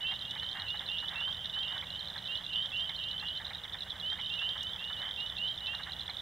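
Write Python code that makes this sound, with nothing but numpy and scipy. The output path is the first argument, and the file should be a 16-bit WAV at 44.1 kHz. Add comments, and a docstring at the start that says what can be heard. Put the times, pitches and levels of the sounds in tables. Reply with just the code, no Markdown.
"""A pond at night, a little to the right, over a low rumble, a far chorus and a camera's hum and hiss.
From the start three kinds of frogs call at once: peepers whistle short rising notes, small frogs tick
like pebbles as the larynx rings the vocal sac, larger ones chuckle in pulses through throat and chest.
Three croaks come in the first two seconds, a faint dry snap stands out at 4.6 s, and two more croaks
follow. The calling runs on to the end, with the trees giving peeps and ticks a thin tail."""
import sys
import numpy as np
from scipy import signal
from scipy.fft import rfft, irfft, next_fast_len
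from scipy.io import wavfile
from scipy.ndimage import map_coordinates

SR = 44100
rng = np.random.default_rng(int(sys.argv[2]) if len(sys.argv) > 2 else 0)


def output_pcm(signal):
    """Save a mono or channel-first signal as 16-bit PCM at the path in sys.argv[1].

    Samples are clipped to [-1, 1] before scaling.
    """
    pcm = np.clip(np.atleast_2d(signal).T, -1, 1) * 32767
    wavfile.write(sys.argv[1], SR, np.round(pcm).astype(np.int16))


N = 273861

# Tone curves of the noise beds; SIDE is what differs between the ears: (frequency [Hz], relative level [dB])
RUMBLE_EQ = [(20, -17), (75, 2), (140, -4.5), (210, -10), (400, -20.5), (900, -56)]
RUMBLE_SIDE_EQ = [(20, -24), (75, -3), (140, -2), (210, -3), (400, -13), (900, -62)]
HISS_EQ = [(100, 5), (2500, 13), (7000, 3), (15500, -3)]
HISS_SIDE_EQ = [(100, 3), (2500, 11), (7000, 6.5), (10000, 4), (15500, -20)]
FAR_CHUCKLE_EQ = [(380, -16), (520, -6), (850, -6), (1250, -9), (1900, -3), (2500, -19.5), (3200, -32)]
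# Dry snaps close by: (time [s], level before filtering [dB])
DRY_SNAPS = [(.31, -38), (2.773, -41), (4.631, -31)]
# The larger frogs: (throat resonance [Hz], rms level [dB], cluck times [s])
CLUCKING_FROGS = [(1660, -48.5, [1.026, 1.21, 1.275, 1.565, 1.759, 4.415, 4.9, 5.733, 5.796]),
                  (1830, -48.5, [.423, .742, .803, 2.157, 3.225, 3.4, 3.743, 4.118, 4.555]),
                  (2130, -48, [.111, .355, 1.823, 2.893, 3.505, 4.187, 6.089])]
# Their drawn-out croaks: (time [s], length [s], rms level [dB])
LONG_CROAKS = [(0.546, 0.13, -48.5), (1.098, 0.16, -50), (1.695, 0.11, -51), (4.998, 0.14, -50),
               (5.861, 0.042, -48.5)]
# Near ticking frogs: (sac pitch [Hz], bouts), each bout (start [s], end [s], ticks [count], level [dB])
TICKING_FROGS = [(3590, [(.14, .49, 5, -31), (.705, 1.085, 5, -27.5), (1.207, 1.458, 3, -28.5),
                 (1.498, 1.78, 4, -31.5), (2.075, 2.356, 4, -30.3), (2.466, 2.659, 3, -28),
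                 (2.796, 2.897, 2, -32), (3.449, 3.535, 2, -35), (3.744, 3.906, 3, -29.5),
                 (4.13, 4.393, 4, -30.5), (4.262, 4.34, 2, -29), (4.491, 4.735, 3, -29),
                 (4.843, 5.3, 6, -30), (5.163, 5.478, 4, -29.5), (5.58, 5.67, 2, -30.5),
                 (5.997, 6.17, 3, -29)]), (3860, [(.031, .312, 4, -36), (.917, 1.094, 3, -34),
                 (1.458, 1.546, 2, -34), (3.808, 4.102, 4, -33), (5.086, 5.285, 3, -41)]),
                 (4020, [(.433, .865, 6, -34.5), (1.905, 2.375, 6, -34.5), (2.965, 3.039, 2, -34),
                 (3.114, 3.469, 5, -33), (5.67, 6.099, 6, -32.5)])]
# Near peepers, each repeating its own note: (start pitch [Hz], end pitch [Hz], length [s],
# rms level [dB], crest [share of the note], left minus right [dB], call times [s])
PEEPING_FROGS = [(2883, 3226, .13, -37.5, 0.54, -5, [.008, 1.204, 1.528, 2.54, 2.738, 4.027, 4.411, 5.407]),
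                 (2667, 2882, .112, -40.5, 0.11, -5, [.047, 1.153, 2.725, 4.383, 5.674]),
                 (2722, 3014, .118, -40.5, 0.2, -6.3, [.67, .888, 2.286, 2.519, 4.301, 5.175, 5.378]),
                 (2693, 3080, .195, -43.5, .55, -4.6, [.938, 1.63, 3.01, 3.205, 4.786]),
                 (2850, 3200, .132, -42.9, 0.38, -4.5, [.376, 1.623, 2.98, 4.219, 4.613, 4.968, 5.609]),
                 (2945, 3270, .135, -46.5, 0.34, -5, [.155, 0.451, .87, 1.35, 1.92, 2.235, 2.49, 2.835, 2.92, 3.245, 4.18, 4.5, 5.035]),
                 (2744, 3060, .15, -48.5, 0.48, -3, [.24, 0.551, 1.871, 2.455])]

TICK_RISE_S = .002  # time for the vocal sac to ring up


def amp(db):
    return 10 ** (np.asarray(db) / 20)


def unit_rms(x):
    return x / np.sqrt(np.mean(x ** 2) + 1e-20)


def filtered(x, response):
    """Shape x with a gain given as a function of frequency."""
    size = next_fast_len(x.shape[-1] + SR // 10)
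    return irfft(rfft(x, size) * response(np.fft.rfftfreq(size, 1 / SR)), size)[..., :x.shape[-1]]


def noise(eq):
    """A noise bed of rms 1, coloured by a tone curve."""
    hz, db = np.transpose(eq)
    response = lambda f: amp(np.interp(np.log(f + 1), np.log(hz), db))
    return unit_rms(filtered(rng.standard_normal(N), response))


def resonance(f, hz, width_hz):
    return 1j * f * width_hz / (hz * hz - f * f + 1j * f * width_hz)


def wobble(n, rate_hz):
    """A smooth random modulator, n samples long."""
    knots = rng.standard_normal(int(n * rate_hz / SR) + 4)
    return map_coordinates(knots, [np.arange(n) * rate_hz / SR])


def panned(x, left_db):
    """Pan x so that left minus right is left_db; the two average to x."""
    gains = amp([[left_db / 2], [-left_db / 2]])
    return x * gains / gains.mean()


def add(track, time, x):
    """Mix x into the track at a time in seconds."""
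    start = int(time * SR)
    lo, hi = max(start, 0), min(start + x.shape[-1], N)
    if hi > lo:
        track[..., lo:hi] += x[..., lo - start:hi - start]


def background(rumble_db=-56, hum_hz=173.2, hum_db=-65, hiss_db=-62, chuckle_db=-67):
    """Distant rumble, hum and microphone hiss near the centre; the farthest chuckling spreads wide."""
    side = np.array([[1], [-1]])
    rumble = amp(rumble_db) * (noise(RUMBLE_EQ) + amp(-18.5) * side * noise(RUMBLE_SIDE_EQ))
    hum_gain = amp(hum_db + wobble(N, 1.86))
    hum_phase = 2 * np.pi * np.cumsum(hum_hz + wobble(N, 1.996)) / SR
    hum = hum_gain * unit_rms(np.sin(hum_phase))
    hiss = amp(hiss_db) * (noise(HISS_EQ) + amp(-8) * side * noise(HISS_SIDE_EQ))
    return rumble + hum + hiss + amp(chuckle_db) * side * noise(FAR_CHUCKLE_EQ)


def tree_echoes(x, wet_db=-15, rt60_s=.55):
    """The trees round the pond scatter a thin tail back."""
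    t = np.arange(SR // 2) / SR
    tail = rng.standard_normal(len(t)) * amp(-60 * t / rt60_s)
    return amp(wet_db) * signal.fftconvolve(x, tail[None] / np.linalg.norm(tail), axes=1)[:, :N]


def snaps(fade_s=.022):
    """Short bright cracks with the top end softened."""
    out = np.zeros(N)
    t = np.arange(SR // 20) / SR
    for time, db in DRY_SNAPS:
        add(out, time, amp(db - 60 * t / fade_s) * rng.standard_normal(len(t)))
    return filtered(out, lambda f: resonance(f, hz=5500, width_hz=1400) / np.hypot(1, f / 12000))


def cluck(length, throat_hz, pulse_hz=400, chest_hz=820, chest_db=-6.5, rasp=.094):
    """A rough burst of pulses with a fast attack, through the throat and chest resonances."""
    n = int((length + .011) * SR)
    cycles = np.cumsum(pulse_hz * np.exp(.13 * wobble(n, 300))) / SR
    pulses = np.diff(np.floor(cycles), prepend=0) + rasp * rng.standard_normal(n)
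    envelope = np.sin(np.pi * (np.arange(n) / n) ** .46)
    body = lambda f: resonance(f, throat_hz, 300) - amp(chest_db) * resonance(f, chest_hz, 320)
    band = lambda f: 1 / np.hypot(1, (f / 2400) ** 10) / np.hypot(1, (660 / (f + 1)) ** 10)
    return unit_rms(filtered(pulses * envelope, lambda f: body(f) * band(f)))


def chucklers(far_db=-56, bed_db=-54.5, left_db=-3, cluck_s=.022, vary_hz=50, far_count=40):
    """The larger frogs: near clucks and croaks, scattered farther ones, and a wash of the farthest."""
    out = amp(bed_db + wobble(N, 18)) * noise(FAR_CHUCKLE_EQ)
    for throat_hz, db, times in CLUCKING_FROGS:
        for time in times:
            add(out, time - .002, amp(db) * cluck(cluck_s, throat_hz + vary_hz * rng.normal()))
    for time, length, db in LONG_CROAKS:
        add(out, time, amp(db) * cluck(length, throat_hz=1875))
    for when, pitch in rng.random((far_count, 2)):
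        add(out, when * N / SR, amp(far_db) * cluck(cluck_s, throat_hz=1700 + 300 * pitch))
    return panned(out, left_db)


def tick(sac_hz, sag_hz=50, snap_db=-24, snap_decay_s=.004, snap_band_hz=(4700, 5850)):
    """A snap of the larynx rings the vocal sac for a few milliseconds while its pitch sags."""
    t = np.arange(SR // 70) / SR
    age = t / TICK_RISE_S  # the ring peaks at age 1
    hz = sac_hz + sag_hz * (np.exp(1 - age) - 1)
    phase = 2 * np.pi * (np.cumsum(hz) / SR + rng.random())
    ring = (age * np.exp(1 - age)) ** 2 * np.sin(phase)
    burst = rng.standard_normal(len(t)) * np.exp(-t / snap_decay_s)
    snap = signal.lfilter(*signal.butter(3, snap_band_hz, "band", fs=SR), burst)
    return ring + amp(snap_db) * snap / np.abs(snap).max()


def tick_chorus(nearest_db=-33, depth_db=16, centre_hz=3585, spread_hz=450, left_db=-4.5, count=20):
    """Many small frogs, ever farther away, each ticking at its own nearly even pace."""
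    out = np.zeros((2, N))
    for frog in range(count):
        ticks_per_s = 11.2 * np.exp(rng.normal() / 10)
        beats = np.cumsum(1 + rng.standard_normal(160) / 20)
        times = beats / ticks_per_s - 1 - rng.random()  # already under way at the start
        db = nearest_db - depth_db * np.sqrt(frog / count)
        for time, (accent, pitch, pan) in zip(times, rng.standard_normal((len(times), 3))):
            if 0 < time < N / SR:
                hz = centre_hz + spread_hz * np.tanh(pitch / 2)
                add(out, time, panned(amp(db + 2 * np.tanh(accent)) * tick(hz), left_db + pan))
    return out


def tickers(left_db=-5, vary_hz=50, slowing=.06, swell_db=1.5, trail_db=-10, trail_s=.0063, drop_hz=100):
    """Near frogs tick in bouts that slow and swell; a weaker, lower pulse trails each tick."""
    out = np.zeros((2, N))
    for sac_hz, bouts in TICKING_FROGS:
        for start, end, ticks, bout_db in bouts:
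            for progress in np.linspace(0, 1, round(ticks)):
                pitch, gap, accent, pan = rng.standard_normal(4)
                time = start + (end - start) * (progress - slowing * progress * (1 - progress))
                db = bout_db + swell_db * (progress - .5)
                hz = sac_hz + vary_hz * pitch
                add(out, time - TICK_RISE_S, panned(amp(db) * tick(hz), left_db + pan))
                trail = amp(db + trail_db + accent) * tick(hz - drop_hz)
                add(out, time + trail_s * np.exp(gap / 2), panned(trail, left_db + pan))
    return out


def peep(length, start_hz, end_hz, crest=.23, bend=.363, flutter_db=.53, overtone_db=-34):
    """A nearly pure whistle whose rise flattens out; the vocal sac leaks a faint overtone a fifth up."""
    t = np.arange(int(length * SR)) / SR
    progress = t / length
    glide = progress + bend * progress * (1 - progress)
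    hz = start_hz + (end_hz - start_hz) * glide + 8 * wobble(len(t), 138)
    phase = 2 * np.pi * (np.cumsum(hz) / SR + rng.random())
    tone = np.sin(phase) + amp(overtone_db) * np.sin(1.5 * phase)
    swell = np.exp(-1.35 * (progress - crest) ** 2)
    attack = 1 - np.exp(-t / .007)
    release = np.clip((length - t) / .01, 0, 1)
    flutter = amp(flutter_db * wobble(len(t), 89))
    return unit_rms(swell * attack * release * flutter * tone)


def peepers(left_db=-5, answer_db=-52, answer_within_s=.13, far_db=-63, vary_hz=7, far_count=360):
    """Near callers, each answered by a farther neighbour, over a blur of faint distant peeps."""
    out = np.zeros((2, N))
    far_peep = lambda hz: peep(.14, hz, hz + 280)
    for start_hz, end_hz, length, db, crest, place_db, times in PEEPING_FROGS:
        for time, (pitch, pan) in zip(times, rng.standard_normal((len(times), 2))):
            note = amp(db) * peep(length, start_hz + vary_hz * pitch, end_hz + vary_hz * pitch, crest)
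            add(out, time - .004, panned(note, place_db + pan / 2))
            answer = amp(answer_db) * far_peep(rng.uniform(2820, 3050))
            add(out, time + answer_within_s * rng.random(), panned(answer, left_db))
    for slot, jitter in enumerate(rng.random(far_count)):
        time = (slot + 2 * jitter - 2) / far_count * N / SR
        add(out, time, panned(amp(far_db) * far_peep(rng.uniform(2700, 3100)), left_db))
    return out


def scene():
    """Three kinds of frogs over the night bed; only peeps and ticks feed the echoes."""
    high_voices = peepers() + tickers() + tick_chorus()
    return high_voices + tree_echoes(high_voices) + chucklers() + snaps() + background()


def record(dry):
    """The camera's band limit: a hard high cut."""
    return filtered(dry, lambda hz: hz < 15770)


dry = scene()
out = record(dry)
output_pcm(out)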